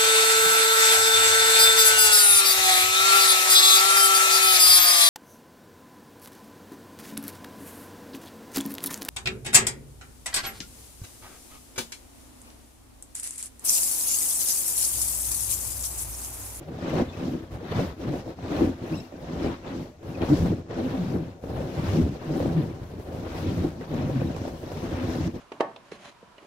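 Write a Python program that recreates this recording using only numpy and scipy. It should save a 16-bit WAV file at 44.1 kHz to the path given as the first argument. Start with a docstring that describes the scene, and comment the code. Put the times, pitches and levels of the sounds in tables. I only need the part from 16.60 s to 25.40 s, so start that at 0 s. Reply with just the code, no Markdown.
"""Rocking on an air-filled vinyl toy

A rider rocks on a large air-filled vinyl toy over the quiet of a small room, close to a phone.
Stick and slip: the vinyl lets go in quick uneven slips, each a damped swing of the skin and a kick to the air inside.
The sliding surfaces hiss as filtered noise that swells with the slips, with tiny chirps in it.
Creases pop as short knocks with a crack, regular slipping groans and squeaks as gliding tones, one fold snaps."""
import sys
import numpy as np
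from scipy import signal
from scipy.fft import rfft, irfft, next_fast_len
from scipy.io import wavfile
from scipy.ndimage import uniform_filter1d, map_coordinates

SR = 44100
rng = np.random.default_rng(int(sys.argv[2]) if len(sys.argv) > 2 else 0)


def inscribe(sig):
    """Save sig as 16-bit PCM at rate SR to the path in sys.argv[1].

    A 1-D sig is mono; a 2-D sig holds one channel per row.
    Samples are clipped to [-1, 1] before scaling.
    """
    pcm = np.round(np.clip(np.atleast_2d(sig).T, -1, 1) * 32767)
    wavfile.write(sys.argv[1], SR, pcm.astype(np.int16))


N = 388080

# groans, when the slips fall into step:
# (start t/s, end t/s, start f/Hz, end f/Hz, mean level/dB, mean octave level/dB re fundamental)
GROAN_TABLE = [(0.355, 0.43, 358, 358, -23.5, -33), (1.246, 1.332, 83.2, 67.6, -31.5, -11),
               (1.478, 1.552, 163.8, 124.5, -29.5, -2), (1.905, 1.969, 309, 293, -26, -27),
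               (2.042, 2.101, 277.4, 260, -20, -30), (2.296, 2.358, 156, 151, -27.5, -3.5),
               (3.691, 3.753, 132, 148.6, -22, 2), (3.781, 3.855, 87, 85, -25, -5),
               (4.209, 4.274, 253.2, 265, -26, -11), (4.327, 4.376, 261, 266.2, -25, -21),
               (4.375, 4.454, 188.5, 164.4, -22, -15), (4.568, 4.619, 178, 162.6, -31, -3.5),
               (4.932, 5.016, 121.6, 144, -27, -17), (5.274, 5.339, 89.6, 93, -25.5, -3),
               (5.407, 5.465, 78.1, 88.4, -22, -8), (5.682, 5.739, 158, 147.1, -26, -4.5),
               (5.935, 6.03, 187.8, 122.2, -20, -9), (7.293, 7.35, 162, 143, -28, -6),
               (7.516, 7.617, 143, 117, -24, -1.5), (8.351, 8.455, 259, 247.3, -28.5, -32)]


def amp(db):
    """Decibel law: level in dB to amplitude gain."""
    return 10 ** (np.asarray(db) / 20)


def unit(x):
    """Normalisation: x at rms 1."""
    return x / np.sqrt(np.mean(x ** 2) + 1e-20)


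def along(points, hz):
    """Interpolation of (f/Hz, value) points on a logarithmic frequency axis."""
    f, v = np.transpose(points)
    return np.interp(np.log(hz + 1), np.log(f + 1), v)


def wobble(rate):
    """Slow random modulation: a smooth curve through random knots, rate of them a second."""
    knots = rng.standard_normal(int(N * rate / SR) + 4)
    return map_coordinates(knots, [np.arange(N) * rate / SR])


def filtered(x, response):
    """Linear filtering: the spectrum of x times a complex response of frequency."""
    m = next_fast_len(N + SR // 2)
    return irfft(rfft(x, m) * response(np.fft.rfftfreq(m, 1 / SR)), m)[..., :N]


def coloured(x, colour):
    """Spectral shaping of x by a table of (f/Hz, level/dB)."""
    return filtered(x, lambda hz: amp(along(colour, hz)))


def steady(x, span_s):
    """Envelope normalisation: x with its slow level evened out to about rms 1."""
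    power = np.abs(uniform_filter1d(x ** 2, max(1, int(span_s * SR))))
    return x / np.sqrt(power + 1e-3 * np.mean(x ** 2))


def overlaid(start, sounds):
    """Superposition: each row of sounds added in from its start sample."""
    places = start[:, None] + np.arange(sounds.shape[1])
    return np.bincount(places.ravel(), sounds.ravel(), N + SR)[:N]


def thumps(start, hz, size, cycles, sag):
    """Damped oscillation: swings dying by 1/e in the given cycles; the pitch sags as the skin relaxes."""
    t = np.arange(SR // 40) / SR
    turns = hz[:, None] * t
    swing = np.sin(2 * np.pi * turns * (1 - sag * turns / (1 + turns)))
    envelope = np.exp(-turns / cycles) * (1 - np.exp(-4 * turns))
    return overlaid(start, size[:, None] * swing * envelope)


def bouts(rows, end_db):
    """Piecewise-linear envelopes: the level of successive bouts, then each pair of corner values joined up.

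    A bout goes from its start level to a first corner, a second, then the next start."""
    start, db0, to_first, db1, from_second, db2, *pairs = np.transpose(rows)
    t, ends = np.arange(N) / SR, np.append(start[1:], N / SR)
    corners = np.append(np.ravel([start, start + to_first, ends - from_second], "F"), N / SR)
    corners = np.maximum.accumulate(corners)
    level = np.interp(t, corners, np.append(np.ravel([db0, db1, db2], "F"), end_db))
    held = np.delete(corners, np.s_[::3])  # the two corners of each bout, without its start
    joined = [np.interp(t, held, np.ravel(pair, "F")) for pair in zip(pairs[::2], pairs[1::2])]
    return [level] + joined


def room_tone():
    """Stationary background: noise with the room's spectrum at a fixed rms."""
    # quiet of the room: (f/Hz, relative level/dB)
    tone_colour = [(15, -41), (25, -6), (107, -5), (332, -5.5), (472, -32), (601, 2), (901, -27),
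                   (1420, -23), (3110, -63), (6440, -25), (15700, -66)]
    return amp(-60) * unit(coloured(rng.standard_normal(N), tone_colour))


def slips(per_s, jitter):
    """Stick-slip timing: samples at which the vinyl lets go, and two random draws for each."""
    rate = per_s * np.exp(jitter * wobble(60))
    start = np.flatnonzero(np.diff(np.floor(np.cumsum(rate) / SR)))
    return start, rng.standard_normal((N // 100, 2))[:len(start)].T


def thumping_skin(tight, loose, skin_hz):
    """Membrane excitation: each slip of the two contact patches thumps the skin like a slack drum."""
    # spectrum of the skin: (f/Hz, relative level/dB before scaling by 0.46)
    skin_colour = [(53, -15), (90, -1.5), (113, -3.5), (157, -5), (214, -11), (259, 7), (296, 2), (333, 19),
                   (388, 1), (600, -12), (780, -64), (1320, -120)]
    start, (tune, size) = tight
    main = thumps(start, skin_hz[start] * np.exp(0.17 * tune), amp(1.8 * size), cycles=1.39, sag=0.15)
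    start, (tune, size) = loose
    other = thumps(start, skin_hz[start] * np.exp(0.437 * tune), amp(2.8 * size), cycles=1.58, sag=0.12)
    loose_db = -3 + 4 * wobble(15)
    both = unit(main) + amp(loose_db) * unit(other)
    return steady(filtered(both, lambda hz: amp(0.46 * along(skin_colour, hz))), 0.098)


def air_cushion(kicks):
    """Cavity resonance: the enclosed air answers the kicks, and some noise, in its band-pass modes."""
    # modes of the air inside: (centre f/Hz, bandwidth/Hz, relative level/dB)
    modes = [(52.4, 16.6, -7), (89.6, 22.9, -1.5)]

    def response(f):
        total = 0
        for k, (centre, width, db) in enumerate(modes):
            resonance = 1j * f * width / (centre * centre - f * f + 1j * f * width)
            total = total + (-1) ** k * amp(db) * resonance  # signs alternate
        return total

    return steady(filtered(unit(kicks) + 0.46 * rng.standard_normal(N), response), 0.13)


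def rubbing(colour, gate, burst):
    """Amplitude-modulated friction noise: coloured noise that swells with the bursts of slipping."""
    noise = rng.standard_normal(N) * (1 + gate * burst)
    return steady(coloured(noise, colour), 0.12)


def in_step():
    """Synchronisation, 0-1: how far the slips have locked into a groan."""
    out = np.zeros(N)
    for s0, s1, *_ in GROAN_TABLE:
        span = slice(int(s0 * SR), int(s1 * SR))
        out[span] = np.maximum(out[span], np.sqrt(np.hanning(span.stop - span.start)))
    return out


def chirps(hiss_db):
    """Lightly damped resonance: tiny chance squeaks blended into the sliding noise."""
    start, (tune, size) = slips(np.full(N, 120.), jitter=1.1)
    hz = np.clip(2400 * np.exp(0.6 * tune), 600, 12000)
    return thumps(start, hz, amp(hiss_db[start] - 9 + 2 * size), cycles=22, sag=0.021)


def patchy(x, depth_db):
    """Time-frequency modulation: random patches of gain, as the rubbed area keeps changing."""
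    z = signal.stft(x, nperseg=256)[2]
    field = uniform_filter1d(rng.standard_normal(z.shape), 9, 0)
    field = uniform_filter1d(field, 10, 1)
    return signal.istft(z * amp(depth_db * unit(field)), nperseg=256)[1][:N]


def sliding_hiss(hiss_db, bright_db, fizz_db, burst):
    """Broadband friction: three bands of noise from the sliding surfaces, each with its own level."""
    # spectra of the three bands: (f/Hz, relative level/dB)
    hiss_colour, bright_colour, fizz_colour = [(590, -2), (1000, 0), (1400, -6), (4200, -15), (5460, -40),
                                               (9240, -120)], [(2240, -4), (3800, -3.5), (5620, -2.5),
                                                             (8500, -15.5), (11000, -56), (18700, -120)], [(4710, -32), (8000, -6),
                                                                             (9290, -0.5), (12800, 1.5),
                                                                             (14600, -1), (15700, -6.5)]
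    grit = amp(0.36 * wobble(25))  # the surface is rougher in places
    hiss = amp(hiss_db) * grit * rubbing(hiss_colour, 0.2, burst)
    bright = amp(bright_db + 1.1 * wobble(30)) * rubbing(bright_colour, 0.12, burst)
    fizz = amp(fizz_db + 1.4 * wobble(18)) * rubbing(fizz_colour, 0.15, burst)
    return patchy(hiss + bright + fizz, depth_db=1.0)


def toy():
    """Stick and slip: each release thumps the skin, kicks the air cushion and swells the surface noise."""
    # bouts of gripping: (start t/s, slips level/dB, time to first corner t/s, level/dB,
    # time from second corner to next start t/s, level/dB at second corner, then at both corners:
    # skin f/Hz, f/Hz, extra air cushion level/dB, level/dB, extra edge level/dB, level/dB);
    # slip levels and skin pitch are means, varied by chance
    grips = [(0, -44, 0.055, -47.5, 0.14, -39, 193, 201, -1, -0.5, 1, -1.5),
             (0.22, -37.5, 0.19, -21, 0.059, -39.5, 240, 244, -0.5, 5, 5, -3),
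             (0.53, -43, 0.12, -29.5, 0.1, -29.5, 202, 250, -9, -4, 2, -5.5),
             (0.86, -49, 0.066, -41.5, 0.042, -41, 236, 231, 6.5, 9.5, 1, 4),
             (1.0, -44.5, 0.094, -38, 0.17, -22, 200, 228, -8, -1, -0.5, 2),
             (1.36, -48, 0.095, -31, 0.095, -28, 232, 229, -2, -3, -2.5, 1),
             (1.64, -47, 0.05, -37, 0.029, -42, 209, 204, 1, -2, 5, 3.5),
             (1.75, -55, 0.041, -41, 0.048, -30.5, 233, 277, 1, 0, -1, 1.5),
             (1.96, -31, 0.06, -18.5, 0.11, -23.5, 245, 274, 3.5, 4.5, 0, -1.5),
             (2.19, -45.5, 0.047, -29.5, 0.02, -37, 225, 232, -6, -2, 0, 2.5),
             (2.285, -38, 0.04, -29.5, 0.12, -31.5, 185, 245, -11, -4, -3.5, -3),
             (2.5, -59, 0.041, -38, 0.021, -46, 231, 223, -5, -3, 3, 2),
             (2.62, -42.5, 0.25, -25, 0.082, -35, 235, 247, 3.5, -1, 1, -6),
             (3.0, -48.5, 0.098, -33.5, 0.18, -31, 237, 220, -7, -4, 0.5, -1),
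             (3.37, -59, 0.092, -39, 0.024, -34, 230, 200, -2, -2, 2, 0),
             (3.6, -36, 0.028, -26, 0.027, -28, 245, 240, 5, 7, 4, -0.5),
             (3.675, -36, 0.024, -22.5, 0.034, -23, 228, 220, -3, 4, 1, 5),
             (3.78, -27, 0.022, -23, 0.13, -23.5, 211, 213, 5, -1, 2, -1),
             (4.05, -46, 0.12, -29, 0.094, -26, 244, 263, -5.5, -3, 3, 0.5),
             (4.33, -31, 0.083, -28, 0.036, -29.5, 175, 200, -5, -5, 1, -1),
             (4.52, -29, 0.034, -25.5, 0.098, -40.5, 223, 170, -2, -3, 1.5, -3),
             (4.8, -56, 0.055, -38.5, 0.11, -25, 270, 162, 3, 0, 7, 1),
             (5.1, -35.5, 0.16, -27.5, 0.023, -32, 237, 236, -7, 6, -3.5, -2),
             (5.28, -29.5, 0.085, -21, 0.15, -21, 192, 220, 1.5, 3.5, 1, -3),
             (5.59, -46, 0.11, -28.5, 0.03, -28, 190, 262, -4, -3, 3, 0.5),
             (5.79, -29, 0.07, -27, 0.03, -25, 248, 176, 2.5, 1, 2, -0.5),
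             (5.96, -22, 0.04, -24.5, 0.15, -35, 191, 186, -6, 1, 0, -1),
             (6.27, -42.5, 0.16, -41.5, 0.18, -45, 210, 210, 5, 3, 0.5, 6.5),
             (6.62, -33.5, 0.025, -38.5, 0.096, -29, 242, 210, 3, 2, 2.5, -4.5),
             (6.95, -29, 0.1, -23.5, 0.044, -35, 223, 218, 5, 6.5, -2, 1),
             (7.15, -43, 0.075, -35.5, 0.021, -48, 234, 229, -6, -4, 0, 0),
             (7.27, -42, 0.066, -27.5, 0.03, -26.5, 180, 190, -10, -5, -0.5, 2),
             (7.5, -29, 0.075, -24.5, 0.05, -28.5, 191, 180, -10, 0, -2.5, -1.5),
             (7.72, -35, 0.12, -36.5, 0.026, -35, 231, 250, 2, 1, 3, 3.5),
             (7.88, -33, 0.026, -41, 0.03, -40, 240, 220, 2, 2, 3, 3),
             (8.0, -42.5, 0.13, -36.5, 0.049, -29, 199, 263, 1, 5, 2.5, -3),
             (8.55, -32.5, 0.13, -25.5, 0.025, -37, 235, 224, -1, -1, -3, -4),
             (8.73, -41, 0.03, -33, 0.022, -38, 253, 237, -4.5, -4, 0.5, -6)]
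    # bouts of sliding: (start t/s, mean hiss level/dB, time to first corner t/s, level/dB,
    # time from second corner to next start t/s, level/dB at second corner, then at both corners:
    # extra brightness level/dB, level/dB, extra fizz level/dB, level/dB)
    slides = [(0, -57, 0.1, -56.5, 0.067, -44.5, -2.5, 0.5, 0, -6),
              (0.33, -44.5, 0.056, -40.5, 0.03, -45.5, 3, -3.5, 2, -6),
              (0.47, -52, 0.139, -49, 0.15, -50.5, 3.5, 2, 1, 4),
              (0.88, -59, 0.018, -62, 0.06, -52.5, -4, -7, -4, -1),
              (0.98, -57.5, 0.212, -37, 0.096, -44, -0.5, 1, -2.5, 2),
              (1.36, -61.5, 0.059, -46.5, 0.036, -49.5, -1, 1.5, -2, 2),
              (1.64, -60, 0.011, -59, 0.054, -51.5, 2, 0.5, -1, 1),
              (1.76, -63, 0.093, -46.5, 0.16, -40, -1, 0.5, -5, 0),
              (2.16, -57.5, 0.092, -48.5, 0.15, -48, -1.5, 3, -1, 4.5),
              (2.5, -61.5, 0.36, -43, 0.053, -47, 0.5, -3, -5, -4),
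              (3.0, -58, 0.085, -47.5, 0.14, -51, -1.5, 1, -5, 0),
              (3.37, -69.5, 0.11, -52.5, 0.02, -48, -2, -1, 1, -2),
              (3.605, -48, 0.02, -39.5, 0.02, -43, -6, -2, -4, 0),
              (3.665, -44, 0.09, -47, 0.2, -47, 8.5, 3, 6, 3),
              (4.08, -66, 0.029, -49.5, 0.067, -43.5, -0.5, -2, -11, -1),
              (4.31, -46, 0.2, -50, 0.16, -50, 1.5, -5.5, 3, -7),
              (4.81, -69, 0.035, -57.5, 0.12, -47, 2, -2.5, 4, 2),
              (5.1, -47.5, 0.058, -44, 0.053, -42.5, -0.5, 4.5, 0, 4),
              (5.42, -49, 0.088, -54, 0.063, -53.5, 1.5, 2.5, -3, 1),
              (5.59, -55, 0.04, -50, 0.044, -44.5, -0.5, 1, -4, 4),
              (5.82, -46, 0.07, -49, 0.11, -48, 1, -2, 1, 0.5),
              (6.13, -55.5, 0.066, -56, 0.27, -56, -1, -2, -4, 1),
              (6.46, -57, 0.083, -51.5, 0.03, -50.5, -1, 0, 5.5, 1),
              (6.64, -51, 0.13, -42.5, 0.1, -50, 1, 3, 2.5, 2),
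              (7.14, -60, 0.054, -59, 0.049, -51.5, 2, -2, -2, 0),
              (7.27, -53, 0.031, -49.5, 0.077, -44.5, 1, -2.5, 2.5, -2),
              (7.47, -48.5, 0.018, -47.5, 0.197, -46.5, 1, -1.5, 0, -3),
              (7.82, -52.5, 0.062, -52, 0.13, -56, 6.5, 5, 2, 5),
              (8.0, -56.5, 0.2, -47, 0.1, -44.5, 2.5, -2, 3, -2),
              (8.47, -43.5, 0.21, -48, 0.041, -50, 7, -1, 4, -5),
              (8.72, -56.5, 0.01, -59, 0.036, -51, 0, 0, -2, 0)]
    # spectrum of the slips' noisy edge: (f/Hz, relative level/dB)
    edge_colour = [(240, -11.5), (400, -1), (483, -2.5), (533, -1), (707, -9), (768, -6.5), (835, -15.5),
                   (948, -17), (1240, -28.5), (1500, -25), (1950, -33.5), (3300, -120)]

    slip_db, skin_hz, cushion_db, edge_db = bouts(grips, end_db=-43)
    hiss_db, bright_db, fizz_db = bouts(slides, end_db=-55)
    # each level follows slips or hiss by a slope in dB per dB; the edge follows both
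    cushion_db = cushion_db - 22 + 0.55 * slip_db
    fizz_db = fizz_db - 33 + 0.7 * hiss_db
    bright_db = bright_db - 18.5 + 0.8 * hiss_db
    shuffle_db, lurch_db = 1.28, 1.5  # chance unevenness of the slipping and hissing
    edge_db = edge_db - 2.5 + 0.31 * slip_db + 0.57 * hiss_db + shuffle_db * wobble(18)
    slip_db = slip_db + lurch_db * wobble(18)
    hiss_db = hiss_db + shuffle_db * wobble(18)
    skin_hz = skin_hz * np.exp(0.079 * wobble(15))

    per_s = 83 * np.exp(0.08 * wobble(3))  # slips a second
    tight = slips(per_s, jitter=0.12)
    loose = slips(1.6 * per_s, jitter=0.7)  # a second, looser contact patch
    start, (_, size) = tight
    loose_start, (loose_tune, loose_size) = loose
    kicks = np.bincount(start, amp(1.1 * size), N)
    kicks = kicks + np.bincount(loose_start, 1.63 * amp(0.56 * loose_size) * np.sign(loose_tune), N)
    decay = np.exp(-np.arange(SR // 50) / (0.0058 * SR))  # 5.8 ms to 1/e
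    burst = unit(signal.fftconvolve(np.abs(kicks), decay)[:N])

    skin = amp(slip_db - 5.8 * in_step()) * thumping_skin(tight, loose, skin_hz)  # softer under a groan
    cushion = amp(cushion_db) * air_cushion(kicks)
    edge = amp(edge_db) * rubbing(edge_colour, 0.56, burst)
    sliding = chirps(hiss_db) + sliding_hiss(hiss_db, bright_db, fizz_db, burst)
    return skin + cushion + edge + sliding


def pops():
    """Snap-through buckling: a crease gives way with a short two-toned knock and a crack of noise."""
    # creases popping: (t/s, level/dB before offsets, crack level/dB re that and before offsets, initial f/Hz)
    pop_table = [(0.188, -30.5, -21, 660), (0.338, -26, -16, 490), (1.015, -33, -25, 530),
                 (1.537, -26, -19, 507), (1.56, -29, -16, 541), (1.662, -31, -28, 533),
                 (1.678, -29.5, -25, 583), (1.789, -34.5, -24, 747), (1.991, -32, -15, 595.4),
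                 (2.226, -32, -20, 540), (2.524, -35, -21, 607), (2.886, -35, -22, 454),
                 (3.431, -38, -15, 582), (3.618, -25, -25, 452.4), (3.691, -30.5, -7, 452),
                 (3.86, -23, -19, 576), (3.919, -22.5, -30, 477), (4.099, -42, -20, 492),
                 (4.208, -25, -23, 470), (4.839, -25.5, -28, 524), (5.006, -26, -22, 547),
                 (5.802, -20, -26, 526), (5.827, -21, -22, 530), (5.859, -21.5, -23, 506),
                 (6.025, -27.5, -25, 525), (6.336, -31, -26, 455), (6.399, -33.5, -16, 450),
                 (6.981, -37, -14, 466), (7.212, -29, -18, 510), (7.617, -21, -31, 543),
                 (7.748, -33, -17, 485.4), (7.764, -31, -9, 540), (7.852, -28, -17, 669),
                 (7.879, -27, -13, 542.4), (8.016, -44, -13, 488.6), (8.118, -32.5, -8, 620),
                 (8.555, -26, -23, 530), (8.75, -37.5, -21, 490)]
    # spectrum of the crack: (f/Hz, gain/dB)
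    crack_colour = [(300, 5), (900, 6), (2500, -10), (7000, -16), (15000, -30)]
    s, db, crack_db, hz = np.transpose(pop_table)
    start = (s * SR).astype(int)
    knocks = thumps(start, hz, amp(db + 3.5), cycles=2.4, sag=0.09)
    knocks = knocks + thumps(start, 0.566 * hz, amp(db + 2.0), cycles=0.92, sag=0.12)
    t = np.arange(SR // 40) / SR
    decay = amp(-60 * t / 0.0062) + 0.56 * amp(-60 * t / 0.2)  # 60 dB in 6.2 ms and at a rate of 60 dB in 0.2 s
    noise = rng.standard_normal((len(s), len(t)))
    cracks = amp(db + crack_db + 9.0)[:, None] * decay * noise
    cracks[:, 0] += amp(db + crack_db + 12.0)  # the snap itself
    return knocks + coloured(overlaid(start, cracks), crack_colour)


def glides(table, waver, rate):
    """Periodic stick-slip: a gliding tone with its octave, unsteady in pitch and strength."""
    out = np.zeros(N)
    unsteady, flutter, breathy = wobble(rate), wobble(rate), wobble(1.4 * rate)
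    for s0, s1, hz0, hz1, db, octave_db in table:
        span = slice(int(s0 * SR), int(s1 * SR))
        n = span.stop - span.start
        hz = np.linspace(hz0, hz1, n) * (1 + waver * unsteady[span])
        phase = 2 * np.pi * (rng.random() + np.cumsum(hz) / SR)
        swell = np.hanning(n) ** 0.39 * amp(db + 1.6 * flutter[span])
        octave = amp(octave_db + 3.8 * breathy[span]) * np.cos(2 * phase + 1.28 * breathy[span])
        out[span] += swell * (np.sin(phase) + octave)
    return out


def groans():
    """Synchronised slipping: low gliding tones of the vinyl."""
    return glides(GROAN_TABLE, waver=0.019, rate=40)


def squeaks():
    """Rapid regular slipping: short high gliding tones of the vinyl."""
    # squeaks: (start t/s, end t/s, start f/Hz, end f/Hz, mean level/dB, mean octave level/dB re fundamental)
    squeak_table = [(.395, .418, 2600, 2500, -47, -20), (0.481, 0.52, 3596, 3500, -53, -20),
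                    (.526, .554, 2540, 2570, -49, -22), (.598, .615, 2600, 2550, -51, -20),
                    (2.314, 2.364, 2155, 3020, -47, -6), (2.35, 2.385, 5130, 5350, -54, -28),
                    (2.354, 2.41, 3900, 3888, -53, -10), (2.36, 2.385, 2700, 2660, -55, -20),
                    (2.395, 2.422, 2670, 2760, -53, -4), (2.435, 2.465, 2750, 2793, -62, -20),
                    (3.543, 3.564, 2697, 2400, -47, -20), (5.72, 5.742, 5055, 5000, -54, -30),
                    (7.208, 7.228, 1960, 1908, -50, -16), (7.603, 7.618, 2500, 2500, -51, -20),
                    (7.665, 7.685, 4000, 3768, -52, -20), (7.74, 7.76, 2709, 2280, -51, -22)]
    return glides(squeak_table, waver=0.011, rate=220)


def snap():
    """Impulse response: a fold lets go at once, a single click filtered dull."""
    # the sharp snap of a fold: (t/s, level/dB before scaling and filtering)
    snap_point = (3.619, -23)
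    out = np.zeros(N)
    out[int(snap_point[0] * SR)] = amp(snap_point[1]) * SR / 5000

    def response(hz):
        highpass = 1j * hz / (500 + 1j * hz)
        lowpass = 1 / (1 + 1j * hz / 1500)
        return highpass * lowpass / (1 + (hz / 5000) ** 6)

    return filtered(out, response)


def stereo(x):
    """Interchannel coherence: bass reaches both ports alike; treble, from ever new spots, differs."""
    # (f/Hz, left-right correlation, floored at -0.5)
    alike = [(60, 1), (130, 0.95), (290, 0.94), (640, 0.67), (1410, -0.083), (3100, 0.15), (6820, -0.053),
             (15000, 0.08)]
    # (f/Hz, left minus right level/dB)
    lean = [(60, 0.0), (110, 0.5), (200, 1.5), (380, 1.0), (700, 1.0), (1290, 2.5), (2380, 3.0),
            (4400, 3.5), (8120, -0.5), (15000, -3.5)]
    z = signal.stft(x, nperseg=512)[2]
    scrambled = z * np.exp(2j * np.pi * rng.random(z.shape))
    other = signal.istft(scrambled, nperseg=512)[1][:N]
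    other = other * amp(3.0)  # scrambled frames add up a little weaker
    # x plus and minus tan(arccos(c) / 2) of an unrelated equal signal correlate by c
    side = filtered(other, lambda hz: np.tan(np.arccos(np.clip(along(alike, hz), -0.5, 1)) / 2))
    sign = np.array([[1], [-1]])
    return filtered(x + sign * side, lambda hz: amp(sign * along(lean, hz) / 2))


def scene():
    """Superposition: the toy over the quiet of the room, spread to two channels."""
    return stereo(room_tone() + toy() + pops() + groans() + squeaks() + snap())


def record(dry):
    """Band limiting: the phone keeps nothing from 15.8 kHz up."""
    return filtered(dry, lambda hz: hz < 15800)


dry = scene()
out = record(dry)
inscribe(out)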